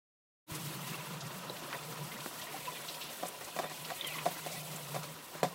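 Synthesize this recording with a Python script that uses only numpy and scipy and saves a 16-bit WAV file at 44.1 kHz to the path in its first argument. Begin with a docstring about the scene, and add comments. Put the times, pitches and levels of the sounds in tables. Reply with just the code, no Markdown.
"""A garden hose fills a hollow plastic waterer on a lawn, heard through one microphone.
From silence the sound fades in within half a second: hissing, churning noise for the water, a low boom for
the air inside, a faint higher note that soon dies, and a far rumble. Short spurts of noise come at once,
bubbles plink as gliding sines from 0.9 s, the hose slaps as short pulses from 1.5 s, and from 1.7 s hand
and hose knock the plastic, whose ringing modes answer. Froth of many small bubbles swells most near 4.1 s."""
import sys
import numpy as np
from scipy import signal
from scipy.fft import next_fast_len
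from scipy.io import wavfile
from scipy.ndimage import uniform_filter1d

SR = 44100
rng = np.random.default_rng(int(sys.argv[2]) if len(sys.argv) > 2 else 0)


def persist_wave(psi):
    """Save psi, clipped to +-1, as 16-bit WAV."""
    counts = np.round(np.clip(psi, -1, 1) * 32767).astype(np.int16)
    wavfile.write(sys.argv[1], SR, np.atleast_2d(counts).T)


N = 244314  # length in samples

# When the fade-in begins and ends, both in seconds.
FADE_IN_S = (0.4633, 0.5024)
# Colour of the churning water. Each row: pitch in Hz, relative strength in dB per Hz.
CHURN = [(90, -39), (130, -9), (250, -1.5), (350, -1), (575, -4.5), (880, -6.5), (1100, 0.5), (1600, -7.5),
         (3300, -10.5), (5000, -14), (8000, -18.5)]
# Colour of the spray hiss. Each row: pitch in Hz, relative strength in dB per Hz.
SPRAY = [(1500, -67), (2500, -9), (3550, -3), (5570, -6.5), (8000, -5.5), (11000, -3.5), (14500, -6),
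         (18000, -4.5)]
# Neck resonance of the air, nearly empty and then fuller. Each row: pitch in Hz, width in Hz.
CAVITY = [(150, 46), (152, 13.8)]
# Steady rings in the churn. Each row: pitch in Hz, width in Hz, level in dB against the churn noise.
STANDING = [(584, 50, -16.5), (987, 60, -8), (1390, 290, -14.5), (1874, 36, -19), (2745, 61, -16)]
# Ringing modes of the plastic wall. Each row: pitch in Hz, strength in dB, time to fall by 60 dB in seconds.
WALL = [(178, -17.5, 0.25), (200, -15.5, 0.12), (320, -30.5, 0.17), (430, -17, 0.032), (592, -0.5, 0.049),
        (679, -10, 0.052), (721.5, 0.5, 0.036), (780, -8, 0.0092), (1000, -8, 0.037), (1130, -18.5, 0.054),
        (1270, -17, 0.014), (1620, -8.5, 0.0075), (1900, -11.5, 0.018), (2220, -12.5, 0.012),
        (3570, -18.5, 0.074)]
# Knocks on the wall. Each row: start in seconds, force in dB, crack in dB, extra for low modes in dB,
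# extra for upper middle modes in dB, extra for high modes in dB, contact length in seconds.
KNOCKS = [(1.738, -38, -62, -2, 3, 17.5, 0.016), (3.227, -33, -48.5, -6, -12, -4, 0.0061),
          (3.233, -25.5, -55.5, -6, -4, -4, 0.0052), (3.255, -40, -53, -3, 0, 8, 0.005),
          (3.41, -47, -52, 2, -4, 16, 0.0067), (3.564, -36.5, -47, 4, 1, 10, 0.0088),
          (3.589, -38, -44, -18, -4, 18.5, 0.0022), (3.595, -31.5, -55, -13, 5.5, 0, 0.0059),
          (3.603, -40, -62, -5, -3, -3, 0.0071), (3.634, -36.5, -65, 7, 9, 13.5, 0.012),
          (3.645, -37, -75, -8, -5, 6, 0.0073), (3.656, -39.5, -71, -8, -8, 9.5, 0.0085),
          (3.698, -44, -49, -12, 3, 16, 0.017), (3.716, -47, -52, 0, 11, 3, 0.0073),
          (3.903, -47.5, -47, -23, -25, 25.5, 0.0044), (3.909, -30.5, -57, -11, -5, -11, 0.0095),
          (4.257, -29, -43, -5, -1, 1, 0.0063), (4.263, -28.5, -57, 1, 10.5, -11, 0.0044),
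          (4.274, -35.5, -58, 2, 0, 2, 0.0027), (4.284, -44, -52, -1, -4, -1, 0.0033),
          (4.463, -38, -45.5, 1, 2.5, -5, 0.0063), (4.945, -35.5, -49, 4, 0, 8.5, 0.01),
          (4.951, -29.5, -47, -4, 1, 5, 0.018), (5.032, -45, -45.5, -2, -7, 19, 0.013),
          (5.352, -44.5, -56, 6, -2, 8, 0.0045), (5.431, -25.5, -37.5, 5.5, 4.5, 7.5, 0.0053),
          (5.442, -27, -57, -2, -2.5, -17, 0.0038), (5.45, -31, -63, 1, -11, 4, 0.0043)]
# Dry slaps of the hose. Each row: start in seconds, pulse peak in dB, centre in Hz,
# time for the noise to fall by 60 dB in seconds.
SLAPS = [(1.498, -34, 483, 0.065), (1.708, -49, 1500, .015), (1.7285, -28, 1180, 0.015),
         (1.729, -31, 3000, .012), (1.7305, -27.5, 1600, 0.026), (2.261, -31, 312, 0.024),
         (2.261, -27, 1000, 0.016), (3.039, -46, 400, 0.038), (4.046, -31, 2600, .012)]
# Clear bubbles. Each row: start in seconds, level of the sine in dB, starting pitch in Hz,
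# time to fall by 60 dB in seconds, swell in seconds, glide in octaves per second.
PLINKS = [(.891, -45, 2800, .05, .002, 0), (.942, -36, 2720, 0.027, .002, -2),
          (1.008, -42, 2730, 0.036, .002, -4), (1.497, -31.5, 3930, 0.016, 0.0011, 0),
          (1.786, -43, 2500, 0.043, 0.0022, 2), (1.79, -44, 3500, .03, 0.0017, -3),
          (2.114, -43.5, 2030, 0.12, 0.0017, 3), (2.397, -43, 1900, .05, 0.0017, 2),
          (2.435, -45, 705, 0.083, 0.0078, 0), (2.468, -43, 1875, 0.06, 0.0048, 1),
          (2.538, -36.5, 772, 0.072, 0.0079, 0.5), (2.672, -38, 2620, .02, 0.0016, 3),
          (2.668, -32, 1000, 0.067, 0.016, -0.5), (2.765, -41.5, 2350, .06, 0.0046, 2),
          (2.887, -36, 3880, 0.029, .001, 8), (2.968, -43.5, 975, 0.15, .004, -0.5),
          (3.012, -43, 3000, .04, .004, 3), (4.010, -28.5, 3500, 0.027, 0.0011, 1.5),
          (4.015, -44, 3610, 0.68, 0.034, -4.5), (4.012, -43, 3900, 0.023, .002, 0),
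          (4.046, -28.5, 3170, 0.013, 0.0011, 5), (4.067, -44, 3550, 0.02, 0.0014, 1),
          (4.078, -36, 3230, 0.027, 0.0017, -11), (4.085, -37, 2600, 0.02, 0.0033, -6),
          (4.105, -43, 2450, 0.09, .006, -5.5), (4.14, -39, 2090, 0.054, 0.0052, -2),
          (4.15, -41.5, 1130, 0.15, 0.0061, -1), (4.181, -40, 2050, .04, .003, -2),
          (4.184, -37.5, 2500, 0.025, 0.0068, -0.5), (4.25, -41, 4480, .04, 0.0026, -10),
          (5.524, -46, 1070, 0.05, 0.0044, -3)]
# Spurts of spray and froth. Each row: start in seconds, rms level before swell and decay in dB,
# centre in Hz, time to fall by 60 dB in seconds.
SPURTS = [(.544, -27, 8060, 0.044), (.888, -51, 5000, 0.2), (1.2, -36, 4750, 0.086),
          (1.56, -28.5, 2600, 0.04), (1.26, -40, 6840, 0.061), (2.11, -41.5, 2500, 0.13),
          (2.195, -41, 3200, 0.1), (2.41, -35, 4000, 0.078), (2.515, -45.5, 2300, 0.15),
          (2.755, -50, 2500, 0.1), (2.935, -37, 3400, 0.069), (3.085, -38, 3100, 0.074),
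          (2.645, -39.5, 2720, 0.14), (2.875, -37, 3700, 0.16), (3.003, -41, 3270, 0.31),
          (3.26, -25, 7000, 0.032), (3.277, -24, 10100, 0.035), (3.441, -24, 6560, 0.029),
          (3.84, -31, 3570, 0.056), (4.065, -19.5, 10800, 0.033), (4.012, -47, 3420, 0.11),
          (4.075, -42, 2670, 0.096), (4.125, -52, 2300, 0.26), (4.178, -35, 2360, 0.091),
          (4.51, -43, 6200, 0.23), (4.756, -23, 7400, 0.03)]
# Surges of the air in the vessel. Each row: time in seconds, level in dB.
BOOM = [(0.5, -51), (0.68, -43.5), (0.7, -46.5), (0.82, -45.5), (0.85, -48.5), (0.92, -38.5), (0.96, -55),
        (0.99, -48), (1.06, -54), (1.12, -43), (1.22, -54), (1.24, -39.5), (1.33, -58), (1.35, -48),
        (1.69, -59), (2.04, -45.5), (2.34, -64.5), (2.37, -52.5), (2.48, -65), (2.59, -52.5), (2.7, -59),
        (3.0, -63), (3.01, -69), (3.05, -52.5), (3.15, -70), (3.25, -68), (3.35, -70), (3.41, -62),
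        (3.48, -72), (3.6, -54), (3.76, -62), (3.81, -52.5), (4.01, -65), (4.04, -57), (4.23, -52),
        (4.36, -63), (4.47, -49), (4.7, -52.5), (4.73, -45.5), (4.84, -52.5), (4.88, -54), (4.98, -40),
        (5.05, -51), (5.33, -76), (5.36, -47), (5.4, -62), (5.44, -43), (5.54, -64)]
# Colour of the far rumble. Each row: pitch in Hz, relative strength in dB per Hz.
RUMBLE = [(20, -20), (45, -3), (70, -3.5), (110, 4.5), (160, -18)]
# The jet over time. Each row: time in seconds, churn level in dB, spray hiss level in dB.
FLOW = [(.5, -48.5, -47), (.9, -46.5, -48.5), (1.2, -47, -53.5), (1.7, -47, -51.5), (2.2, -48, -49.5),
        (3.0, -49.5, -48.5), (3.5, -50.5, -51), (3.9, -51.5, -49), (4.3, -46, -47.5), (4.6, -53, -47.5),
        (4.95, -47.5, -49), (5.15, -51.5, -53), (5.54, -50, -54.5)]
# The jet drumming on the wall. Each row: time in seconds, level in dB.
DRUMMING = [(.5, -69), (1.5, -56.5), (2.3, -60), (2.7, -57.5), (3.1, -56.5), (4.4, -59.5), (4.52, -48.5),
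            (4.7, -53.5), (4.95, -58), (5.2, -68), (5.54, -69)]
# Froth of small bubbles. Each row: time in seconds, level in dB.
FROTH = [(.5, -57), (1.0, -55), (1.5, -93), (2.3, -83), (2.42, -53.5), (2.58, -56), (2.67, -61),
         (2.75, -49), (2.89, -58), (2.97, -77), (3.03, -59), (3.3, -60), (3.98, -53), (4.05, -46),
         (4.15, -46), (4.25, -57.5), (4.55, -51.5), (4.7, -57.5), (5.54, -66)]
# Far rumble over time. Each row: time in seconds, level in dB.
RUMBLE_DB = [(.5, -67), (2.7, -70), (5.54, -69)]

BOOM_FLICKER_DB, BOOM_FLICKER_PER_S = 1.5, 8.0
# A higher note of the empty vessel, dying as it fills; its level holds at the end of the fade-in.
OVERTONE_HZ, OVERTONE_WIDTH_HZ, OVERTONE_DB, OVERTONE_FADE_DB_PER_S = 312, 29, -52, 29
NOZZLE_HZ, NOZZLE_WIDTH_HZ, NOZZLE_DB = 8000, 280, -20.5  # a faint colour in the hiss
TRICKLE_DB = -8.5  # fine droplets, against the spray
SLAP_NOISE_DB = -3  # against the slap's pulse level
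FIRM_S = 0.0081  # longer contacts scuff more than they strike
YARD_T60_S, YARD_DB = 0.17, -18
CUTOFF_HZ = 15800


def from_db(db):
    """Turns decibels into a gain."""
    return 10 ** (np.asarray(db) / 20)


def rms_one(x):
    """Scales a sound to an rms of 1."""
    return x / np.sqrt(np.mean(x ** 2) + 1e-20)


def drift(rate_hz):
    """Flicker: noise twice through a one-pole low-pass, its long swells taken out; spread about 1."""
    r = np.exp(-80 * np.pi * rate_hz / SR)  # one step here lasts 40 samples
    slow = signal.lfilter([1], [1, -2 * r, r * r], rng.standard_normal(N // 40 + 2002))
    slow = (slow - uniform_filter1d(slow, size=300))[2000:]
    return np.interp(np.arange(N) / 40, np.arange(len(slow)), rms_one(slow))


def in_time(rows):
    """Columns of a curve, joined by straight lines in dB, as gains."""
    s, *columns = np.transpose(rows)
    return [from_db(np.interp(np.arange(N) / SR, s, column)) for column in columns]


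def ring(clicks, hz, t60):
    """A unit click sets a sine of starting height 1 ringing; it falls by 60 dB in t60 seconds."""
    r, w = from_db(-60 / (t60 * SR)), 2 * np.pi * hz / SR
    return signal.lfilter([0, np.sin(w)], [1, -2 * r * np.cos(w), r * r], clicks + 1e-18)


def resonance(x, hz, width_hz):
    """A band-pass with a gain of about 1 at its top."""
    r = np.exp(-np.pi * width_hz / SR)
    top = np.array([1, 0, -1]) * (1 - r * r) / 2
    return signal.lfilter(top, [1, -2 * r * np.cos(2 * np.pi * hz / SR), r * r], x)


def butter_filter(x, order, hz, kind):
    """A smooth filter: "band" keeps what lies between two pitches, "high" what lies above one."""
    return signal.sosfilt(signal.butter(order, hz, kind, fs=SR, output="sos"), x)


def add(out, s, sound):
    """Mixes a short sound in from time s."""
    i = round(s * SR)
    out[i:i + len(sound)] += sound[:N - i]


def banded_noise(spectrum, patchy_db, shared):
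    """Third-octave bands of noise, each flickering partly alone and partly with the rest; rms 1."""
    hz, level_db = np.transpose(spectrum)
    edges = 2 ** np.arange(np.log2(hz[0]), np.log2(hz[-1]) + .1, 1 / 3)
    out, together = 0, drift(16)
    white = rng.standard_normal((2, N))  # neighbouring bands take different noise
    for k, (low, high) in enumerate(zip(edges, edges[1:])):
        band = butter_filter(white[k % 2], 2, [low, high], "band")
        centre_db = np.interp(np.log(low * high) / 2, np.log(hz), level_db)
        flicker_db = patchy_db * (shared * together + drift(31.0))
        out = out + band * from_db(centre_db + flicker_db)
    return rms_one(out)


def bubbles(per_s, low_hz, high_hz, cycles, spread_db=4.0):
    """Small bubbles burst at random in clumps, swell briefly and ring for some cycles; rms 1."""
    sizes = from_db(spread_db * np.minimum(rng.exponential(1, N), 4)) * rng.choice([-1, 1], N)
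    born = rng.random(N) < per_s * from_db(3 * drift(10)) / SR
    pitches, dealt = np.geomspace(low_hz, high_hz, 20), rng.integers(0, 20, N)
    out = 0
    for k, hz in enumerate(pitches):
        rung = ring(sizes * born * (dealt == k), hz, cycles / hz)
        out = out + resonance(rung, hz, 2.5 * hz / cycles)  # softens each start
    return rms_one(out)


def churn():
    """Turbulent water: flickering noise with steady standing rings and a swarm of bubbles."""
    noise = banded_noise(CHURN, patchy_db=2.5, shared=0.73)
    for hz, width_hz, level_db in STANDING:
        noise = noise + from_db(level_db) * rms_one(resonance(rng.standard_normal(N), hz, width_hz))
    swarm = bubbles(200, low_hz=460, high_hz=2037, cycles=36)
    return rms_one(noise + from_db(-8.0) * swarm)


def spray():
    """Spray is hissing noise with a faint colour of its own and many fine ringing droplets."""
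    hiss = banded_noise(SPRAY, patchy_db=1.25, shared=1.2)
    hiss = hiss + from_db(NOZZLE_DB) * rms_one(resonance(hiss, NOZZLE_HZ, NOZZLE_WIDTH_HZ))
    return hiss + from_db(TRICKLE_DB) * bubbles(1500, low_hz=2500, high_hz=13280, cycles=50)


def wall(force, gains_db):
    """Every wall mode rings under the force with its own share; the wall gives off little bass."""
    modes = 0
    for (hz, level_db, t60), gain_db in zip(WALL, gains_db):
        modes = modes + from_db(level_db + gain_db) * ring(force, hz, t60)
    modes = butter_filter(modes, 1, 350, "high")
    return butter_filter(modes, 4, 150, "high")


def drumming():
    """Water drums on the wall: dull noise rings mostly the middle modes, each flickering; rms 1."""
    force = signal.lfilter([.1], [1, -.9], rng.standard_normal(N))
    gains_db = [1.6 * drift(7.3) - 12 * abs(np.log2(hz / 650)) for hz, *rest in WALL]
    return rms_one(wall(force, gains_db))


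def froth():
    """Froth is a dense crowd of small, high bubbles that each ring for many cycles."""
    return bubbles(900, low_hz=1900, high_hz=4317, cycles=90, spread_db=3.5)


def boom():
    """Air sings on its neck resonance, slightly higher and purer as water rises; its swing is evened out."""
    drive = rng.standard_normal(N)
    broad, pure = [rms_one(resonance(resonance(drive, hz, width_hz), hz, 3 * width_hz))
                   for hz, width_hz in CAVITY]
    filled = np.interp(np.arange(N) / SR, [1.5, 4.3], [.1, .9])
    x = (1 - filled) * broad + filled * pure
    swing = np.abs(signal.hilbert(x, next_fast_len(N))[:N])
    x = x / (swing + 0.17) ** 0.63
    return rms_one(butter_filter(x, 4, [118, 215], "band"))


def boom_level():
    """The loudness of the air follows its table of surges, a little unsteadily."""
    gain, = in_time(BOOM)
    return gain * from_db(BOOM_FLICKER_DB * drift(BOOM_FLICKER_PER_S))


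def overtone():
    """A higher note of the air: noise through a narrow resonance, dying at a steady rate in dB."""
    t = np.arange(N) / SR
    note = rms_one(resonance(rng.standard_normal(N), OVERTONE_HZ, OVERTONE_WIDTH_HZ))
    return from_db(OVERTONE_DB - OVERTONE_FADE_DB_PER_S * (t - FADE_IN_S[1])) * note


def rumble():
    """Far rumble is low, flickering noise whose level drifts slowly."""
    gain, = in_time(RUMBLE_DB)
    return gain * banded_noise(RUMBLE, patchy_db=-5.5, shared=0.73)


def bursts(events, octaves, swell_s):
    """Noise that swells quickly and dies, in a band around its centre: spurts, or the noise of slaps."""
    out, t = np.zeros(N), np.arange(6000) / SR
    for s, level_db, hz, t60 in events:
        edges = np.clip(hz * 2.0 ** (octaves * np.array([-.5, .5])), 50, 20000)
        noise = rms_one(butter_filter(rng.standard_normal(len(t)), 2, edges, "band"))
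        shape = from_db(level_db - 60 * t / t60) * np.minimum(t / swell_s, 1) ** 2
        add(out, s, shape * noise)
    return out


def plinks():
    """A bubble is a sine that swells, glides and dies; splashing around it roughens it."""
    out, t = np.zeros(N), np.arange(8000) / SR
    for s, peak_db, hz, t60, swell_s, glide in PLINKS:
        phase = 2 * np.pi * np.cumsum(hz * 2.0 ** (glide * np.minimum(t, t60))) / SR
        splash = rms_one(resonance(rng.standard_normal(len(t)), hz, 0.23 * hz))
        swell = np.minimum(t / max(swell_s, 1 / SR), 1) ** 2
        decay = from_db(peak_db - 60 * np.maximum(t - swell_s, 0) / t60)
        fade_out = np.minimum((t[-1] - t) / 0.036, 1)
        add(out, s, decay * swell * fade_out * (np.sin(phase) + 0.19 * splash))
    return out


def slaps():
    """A dry slap is one broad pulse with a little noise."""
    pulses = np.zeros(N)
    for s, peak_db, hz, t60 in SLAPS:
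        pulse = butter_filter(signal.unit_impulse(2000), 2, [hz / 1.6, hz * 1.6], "band")
        add(pulses, s, from_db(peak_db) * pulse / np.abs(pulse).max())
    return pulses + from_db(SLAP_NOISE_DB) * bursts(SLAPS, octaves=1.02, swell_s=0.0035)


def knocks():
    """A contact is a firm touch and a rattle; where it lands sets the share of low and high modes."""
    out, crack, t = np.zeros(N), np.zeros(N), np.arange(12000) / SR
    octaves = np.log2(np.array(WALL)[:, 0] / 650)
    for s, force_db, crack_db, low_db, middle_db, high_db, contact_s in KNOCKS:
        touches = rng.standard_normal(len(t)) * t * np.exp(-(t / contact_s) ** 2)
        touches = touches / np.sqrt(np.sum(touches ** 2))
        touches[0] = min(FIRM_S / contact_s, 1) ** 2  # the firm touch
        force = signal.lfilter([.2], [1, -.8], touches)
        shares_db = np.interp(octaves, [0.1, 0.11, 0.2, 0.35, 0.83],
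                              [low_db, 0, middle_db, middle_db, high_db])
        shares_db = shares_db + rng.standard_normal(len(WALL))  # no two knocks land quite alike
        add(out, s, from_db(force_db) * wall(force, shares_db))
        snap = from_db(-60 * t / 0.027) + 1.68 * from_db(-60 * t / 0.17)  # a snap and a longer tail
        add(crack, s, from_db(crack_db) * snap * rng.standard_normal(len(t)))
    return out + butter_filter(crack, 1, [1500, 7000], "band")


def yard(x):
    """Ground, walls and shrubs scatter a short dull tail: the sound is smeared with fading noise."""
    t = np.arange(round(.35 * SR)) / SR
    dull = signal.lfilter([.4], [1, -.6], rng.standard_normal(len(t)))
    tail = dull * from_db(-60 * t / YARD_T60_S) * (t > .006)
    return x + from_db(YARD_DB) * signal.fftconvolve(x, tail / np.sqrt(np.sum(tail ** 2)))[:N]


def scene():
    """All sources meet in one microphone, the same on both channels."""
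    churn_gain, spray_gain = in_time(FLOW)
    wall_gain, froth_gain = in_time(DRUMMING) + in_time(FROTH)
    jet = churn_gain * churn() + spray_gain * spray()
    jet = jet + wall_gain * drumming() + froth_gain * froth()
    air = boom_level() * boom() + overtone()
    hits = bursts(SPURTS, octaves=1.0, swell_s=0.011) + plinks() + slaps() + knocks()
    fade_in = np.interp(np.arange(N) / SR, FADE_IN_S, [0, 1]) ** 2
    mono = (jet + air + rumble() + yard(hits)) * fade_in
    return np.array([mono, mono])


def record(dry):
    """The top of the treble is cut steeply."""
    return signal.sosfilt(signal.ellip(12, .3, 65, CUTOFF_HZ, fs=SR, output="sos"), dry)


dry = scene()
out = record(dry)
persist_wave(out)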